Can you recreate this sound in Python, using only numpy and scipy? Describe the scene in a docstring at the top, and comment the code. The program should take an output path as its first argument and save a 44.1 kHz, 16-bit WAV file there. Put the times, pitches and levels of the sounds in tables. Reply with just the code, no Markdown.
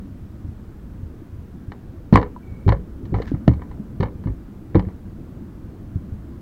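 """Wind and water rumble on the hull of a small boat throughout, and a few soft bumps come first.
From about 2 s a freshly caught fish thrashes on the carpeted deck: its body thuds on the hollow boards,
its wet tail and fins slap, hatch lids knock, and the hardest blows distort. A faint whistle passes at
2.5 s, and just after 3 s the fish skids over the carpet. By 5 s it lies still; two more bumps follow."""
import sys
import numpy as np
from scipy import signal
from scipy.io import wavfile
from scipy.ndimage import uniform_filter1d

SR = 44100
rng = np.random.default_rng(int(sys.argv[2]) if len(sys.argv) > 2 else 0)


def materialize(psi):
    """Save the field psi as 16-bit PCM at rate SR to the path in sys.argv[1].

    A 1-D psi becomes a single channel; in a 2-D psi each row is a channel.
    """
    bounded = np.clip(np.atleast_2d(psi).T, -1, 1)
    quanta = np.round(bounded * 32767).astype(np.int16)
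    wavfile.write(sys.argv[1], SR, quanta)


N = 282681


def gain_of(db):
    """Turns decibels into a factor to multiply by."""
    return 10 ** (np.asarray(db) / 20)


def unit_rms(x):
    """Scales a sound to an average (rms) level of one."""
    return x / np.sqrt(np.mean(x ** 2) + 1e-20)


def value_at(points, hz):
    """Looks up a frequency in a table, with every octave equally wide."""
    table_hz, value = np.transpose(points)
    return np.interp(np.log(hz + 1), np.log(table_hz + 1), value)


def add(mix, start, sound):
    """Lays a sound into the mix at a start in seconds."""
    part = mix[round(start * SR):][:len(sound)]
    part += sound[:len(part)]


def crest(x, size=128):
    """Height of the strongest few milliseconds of a sound."""
    return np.sqrt(2 * uniform_filter1d(x ** 2, size).max())


def coloured(x, db_at, size=4096):
    """Shapes the tone by the curve db_at(hz), ringing only after each click, never before."""
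    hz = abs(np.fft.fftfreq(size, 1 / SR))
    log_gain = np.log(gain_of(db_at(hz)))
    taps = np.fft.ifft(np.exp(np.conj(signal.hilbert(log_gain)))).real
    return signal.fftconvolve(x, taps[:size // 2])[:len(x)]


def filtered(x, hz, kind, order=2):
    """Keeps what lies below hz ("low") or above it ("high")."""
    return signal.sosfilt(signal.butter(order, min(hz, SR / 2 - 1), kind, fs=SR, output="sos"), x)


def patchy_noise(colour, patchy_db):
    """Noise of a given tone colour whose level drifts in patches of time and pitch."""
    hz = np.fft.rfftfreq(2048, 1 / SR)
    real, imag, patches = rng.standard_normal((3, len(hz), N // 512 + 5))
    patches = uniform_filter1d(patches, size=7, axis=0)
    patches = unit_rms(uniform_filter1d(patches, size=6, axis=1))
    spectra = (real + 1j * imag) * gain_of(value_at(colour, hz)[:, None] + patchy_db * patches)
    return unit_rms(signal.istft(spectra, nperseg=2048, noverlap=1536)[1][:N])


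def wind_and_water(rumble_boost_db=3, hiss_db=-61):
    """A lumpy rumble on the hull rises and falls with the wind, under an even hiss."""
    # Tone colours of the rumble and the hiss. Each row: frequency in Hz, relative level in dB.
    rumble_colour = [(20, -11.5), (70, -3), (117, -6), (166, -10.5), (213, -8), (290, -13.5), (329, -13.5),
                     (380, -20.5), (517, -27), (826, -36), (1500, -42), (2500, -65.5)]
    hiss_colour = [(300, -2), (1000, 9.5), (1500, 8.5), (2500, 0.5), (4500, -5.5), (10500, -12),
                   (15500, -7.5)]
    # Strength of the wind. Each row: time in seconds, relative level in dB.
    wind = [(0, -39.5), (1.8, -40.5), (3.5, -36), (4.602, -39), (6.41, -38)]
    wind_db = np.interp(np.arange(N) / SR, *np.transpose(wind))
    rumble = gain_of(wind_db + rumble_boost_db) * patchy_noise(rumble_colour, patchy_db=2.0)
    return rumble + gain_of(hiss_db) * patchy_noise(hiss_colour, patchy_db=0.8)


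def whistle(flutter_hz=45):
    """A faint, thin, fluttering tone; gives its start and its sound."""
    # Path of the tone. Each row: time in seconds, pitch in Hz, level in dB.
    path = [(2.40, 2380, -90), (2.435, 2290, -63.5), (2.56, 2235, -62), (2.69, 2260, -68)]
    times, hz, db = np.transpose(path)
    t = np.arange(times[0], times[-1], 1 / SR)
    flutter = filtered(rng.standard_normal(len(t)) + 1j * rng.standard_normal(len(t)), flutter_hz, "low")
    cycles = np.cumsum(np.interp(t, times, hz)) / SR
    tone = (flutter * np.exp(2j * np.pi * cycles)).real
    return times[0], gain_of(np.interp(t, times, db)) * unit_rms(tone)


def thud(db, contact_hz, ring_db, damping=4.5, spread_db=5.5):
    """Something soft pushes the deck down and back, and the boards ring on at their own notes."""
    # Notes of the hollow deck. Each row: pitch in Hz, relative level in dB, seconds to fade by 60 dB.
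    deck_notes = [(55.6, -8.5, 0.35), (72.5, 4.5, .26), (100, -0.5, 0.11), (116, 2.5, 0.16),
                  (156.2, -6.5, 0.27), (184, -5.5, 0.43), (199, 0, 0.14), (261.8, 3, 0.13),
                  (296.6, 5, 0.16), (338.6, 6.5, 0.11), (392.7, 3.5, 0.11), (453, -15, 0.076),
                  (537.4, -5, 0.18)]
    t = np.arange(SR // 2) / SR
    hz, note_db, fade_s = np.transpose(deck_notes)[:, :, None]
    side = (-1) ** np.arange(len(hz))[:, None]  # away from the blow, neighbouring notes swing opposite
    levels = gain_of(note_db + spread_db * rng.standard_normal(hz.shape) - 60 * t / fade_s)
    ring = (side * levels * np.sin(2 * np.pi * hz * t)).sum(0)
    ring = filtered(ring, 1.62 * contact_hz, "low")  # a long contact cannot stir the high notes
    ring = filtered(ring, 0.35 * contact_hz, "high")  # a brief one hardly moves the deepest
    cycles = contact_hz * t
    push = cycles ** 2 * np.exp(-damping * cycles) * np.sin(2 * np.pi * cycles)
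    blow = push / crest(push) + gain_of(ring_db) * ring / crest(ring)
    return gain_of(db) * blow / crest(blow)


def soft_bumps():
    """Feet, fish and water bump gently against the boat."""
    # Each row is one bump: start in seconds, relative level in dB.
    bumps = [(0.447, -19), (0.485, -17), (1.03, -17.5), (1.325, -23.5), (1.68, -18.5), (2.514, -22.5),
             (3.03, -20), (4.152, -20.5), (4.868, -13), (5.956, -9), (6.12, -16)]
    mix = np.zeros(N)
    for start, db in bumps:
        add(mix, start, thud(db, contact_hz=84, ring_db=-10.5))
    return mix


def lid_knocks():
    """A hatch lid struck by the soft body gives one short, hollow note."""
    # Each row is one knock: start in seconds, pitch in Hz, level in dB, seconds to fade by 60 dB.
    knocks = [(2.157, 1066, 0.5, 0.027), (2.363, 987, -28.5, 0.045), (2.7245, 547, -19, 0.1),
              (3.2013, 456, -14, 0.037), (3.317, 276, -8.5, 0.046), (3.479, 643, -5.5, 0.022),
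              (3.798, 209, -17.5, 0.061), (4.754, 484, -10, 0.057)]
    t = np.arange(SR // 4) / SR
    mix = np.zeros(N)
    for start, hz, db, fade_s in knocks:
        swell = 1 - np.exp(-4 * hz * t)  # builds over about a quarter of a cycle
        add(mix, start, gain_of(db - 60 * t / fade_s) * swell * np.sin(2 * np.pi * hz * t))
    return mix


def skid(snags_per_s=600, uneven_db=1.0):
    """Scales snag on the carpet in a run of tiny, uneven clicks; gives the start and the sound."""
    # Loudness of the skid. Each row: time in seconds, level in dB.
    loudness = [(3.15, -52), (3.18, -55), (3.215, -52), (3.245, -67), (3.258, -48), (3.291, -47),
                (3.305, -56), (3.321, -51), (3.36, -68)]
    # Tone colour of the rubbing. Each row: frequency in Hz, relative level in dB.
    colour = [(500, -9), (1300, 2), (1700, 7.5), (2300, -4), (2700, -7), (5000, -13), (7000, -21),
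              (9000, -35)]
    times, db = np.transpose(loudness)
    t = np.arange(times[0], times[-1], 1 / SR)
    signs = rng.choice([-1, 1], len(t))
    sizes = gain_of(uneven_db * np.minimum(rng.exponential(1, len(t)), 4))
    snags = signs * sizes * (rng.random(len(t)) < snags_per_s / SR)
    rubbing = coloured(snags, lambda hz: value_at(colour, hz))
    return times[0], gain_of(np.interp(t, times, db)) * unit_rms(rubbing)


def panel_ring(slaps, panel_db=-20, wash_db=-11):
    """Stiff panels ring on after each slap, in a wash of crowded notes whose treble dies first."""
    # Notes of the panels. Each row: pitch in Hz, relative level in dB, seconds to fade by 60 dB.
    panel_notes = [(820, -1.5, 0.085), (995, -8, 0.15), (1190, -8, 0.046), (1783, 3, 0.036),
                   (3010, -2, 0.044), (4130, -6, 0.066)]
    # How long the wash lasts. Each row: frequency in Hz, seconds to fade by 60 dB.
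    wash_fades = [(300, 0.33), (1000, 0.12), (4500, 0.032), (9000, 0.017)]
    bands, times, spectra = signal.stft(rng.standard_normal(SR // 3), SR, nperseg=256)
    fade = gain_of(-60 * times / value_at(wash_fades, bands)[:, None])
    wash = signal.istft(spectra * fade, SR, nperseg=256)[1]
    t = np.arange(len(wash)) / SR
    ring = sum(gain_of(db - 60 * t / fade_s) * np.cos(2 * np.pi * hz * t)
               for hz, db, fade_s in panel_notes)
    tail = gain_of(panel_db) * ring / np.linalg.norm(ring)
    tail += gain_of(wash_db) * wash / np.linalg.norm(wash)
    return signal.fftconvolve(slaps, tail)[:N]


def slap(db, treble_db, splatter_s, tilt_db, contacts_per_s=5000, split_hz=2700):
    """A first smack, then a splatter of tiny contacts as wet skin and fin rays lie down."""
    # Tone colour of a slap on the deck. Each row: frequency in Hz, relative level in dB.
    colour = [(150, -10), (450, 6), (720, -2.5), (990, 1), (1170, -3), (1350, -10.5), (1830, -7.5),
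              (2220, -9), (2520, -27), (3000, -20.5), (3800, -22), (4300, -20.5), (5000, -33),
              (7000, -40.5), (8200, -49.5), (14000, -56.5)]
    t = np.arange(SR // 8) / SR
    splatter = rng.standard_normal(len(t)) * (rng.random(len(t)) < contacts_per_s / SR)
    splatter *= np.exp(-t / splatter_s)
    splatter /= np.linalg.norm(splatter) + 1e-9
    force = splatter_s / 0.0032 * splatter  # a slap slower than 3.2 ms is mostly splatter
    force[0] += 1  # the smack
    sound = coloured(force, lambda hz: value_at(colour, hz)
                     + tilt_db * np.log2(np.clip(hz, 300, split_hz) / split_hz))
    body = filtered(sound, split_hz, "low", order=4)
    treble = filtered(sound, split_hz, "high", order=4)
    return gain_of(db - 2) * body / crest(body) + gain_of(treble_db - 3) * treble / crest(treble)


def tail_slaps(tilt_db=-0.5, usual_splatter_s=0.0043, patter_gap_s=0.014, patter_loss_db=5.5):
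    """The wet tail and fins slap the deck; each time the fin patters three more times, ever weaker."""
    # Each row is one slap: start in seconds, relative levels of its lower part and of its treble in dB,
    # fading time of the splatter in seconds.
    slaps = [(1.7199, -26.5, -44.5, 0.0027), (2.127, -17, -35, 0.006), (2.138, -11, -29.5, 0.01),
             (2.158, -1.5, -17.5, 0.0022), (2.1737, -4, -32, 0.0047), (2.215, -25.5, -41, 0.0037),
             (2.229, -17, -42, 0.003), (2.261, -33, -68, 0.0047), (2.680, -16.5, -35, 0.008),
             (2.691, -11.5, -27, 0.0037), (2.722, -14.5, -38, 0.0039), (3.054, -38, -47, 0.0068),
             (3.1417, -18, -43.5, 0.011), (3.186, -24, -60, 0.0098), (3.220, -27.5, -36.5, 0.0062),
             (3.346, -31, -68, .0065), (3.479, -16.5, -30, 0.0025), (3.514, -28, -58, .005),
             (3.535, -38, -47.5, .005), (3.595, -38, -63, 0.0039), (3.6187, -30, -59, 0.0055),
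             (3.713, -36.5, -56, 0.0064), (4.006, -21.5, -36, 0.0056), (4.029, -15.5, -37.5, 0.0068),
             (4.239, -35, -58, 0.004), (4.272, -27.5, -56, 0.007), (4.747, -17, -46, 0.007),
             (4.754, -13, -37, .009), (4.795, -20, -36, .0047), (4.851, -36.5, -63, 0.0047),
             (4.886, -31, -68, 0.005)]
    mix = np.zeros(N)
    for start, db, treble_db, splatter_s in slaps:
        # A slow slap is duller. Tilt and dulling are in dB per octave.
        dulling_db = 2.5 * np.log2(splatter_s / usual_splatter_s)
        add(mix, start, slap(db, treble_db, splatter_s, tilt_db - dulling_db))
        gaps = patter_gap_s * np.exp(0.27 * rng.standard_normal(3))
        for k, delay in enumerate(np.cumsum(gaps)):
            loss_db = k * patter_loss_db
            patter = slap(db - 12.5 - loss_db, treble_db - 16.5 - loss_db, 0.004, tilt_db)
            add(mix, start + delay, patter)
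    return mix


def body_flops(bounce_gap_s=0.0185, wobble_hz=75, slowing=0.092):
    """The fish lands and bounces three times, each contact softer and nearer its own slow wobble."""
    # Each row is one landing: start in seconds, relative level in dB, speed of the contact as a pitch
    # in Hz, the deck's ring compared with the push in dB, loss per bounce in dB.
    landings = [(2.1261, 6, 173, -9.5, 8.5), (2.664, -2, 82, -4.5, 3), (3.122, -10.5, 107, -5, 3),
                (3.339, -10, 120, -11, 16), (3.478, 2.5, 198, -3.5, 31), (4.001, -5.5, 120, -9, 7.5),
                (4.258, -10.5, 122, -6, 5.5), (4.751, -1, 117, -1.5, 9.5)]
    mix = np.zeros(N)
    for start, db, contact_hz, ring_db, loss_db in landings:
        add(mix, start, thud(db, contact_hz, ring_db))
        for k in (1, 2, 3):
            hz = wobble_hz + (contact_hz - wobble_hz) * slowing ** k
            add(mix, start + k * bounce_gap_s, thud(db - k * loss_db, hz, ring_db=-3.5))
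    return mix


def scene():
    """The fish on the deck, with wind and water around it, in one channel."""
    thuds = gain_of(-2) * (body_flops() + soft_bumps())
    slaps = tail_slaps()
    mix = thuds + lid_knocks() + slaps + panel_ring(slaps) + wind_and_water()
    add(mix, *skid())
    add(mix, *whistle())
    return mix[None]


def record(dry, top_hz=15900):
    """Flattens the peaks of the loudest blows, then cuts the very highest treble."""
    clipped = dry / (1 + dry ** 24) ** (1 / 24)
    low_pass = signal.firwin(511, top_hz, window=("kaiser", 9), fs=SR)
    return signal.oaconvolve(clipped, low_pass[None], "same")


dry = scene()
out = record(dry)
materialize(out)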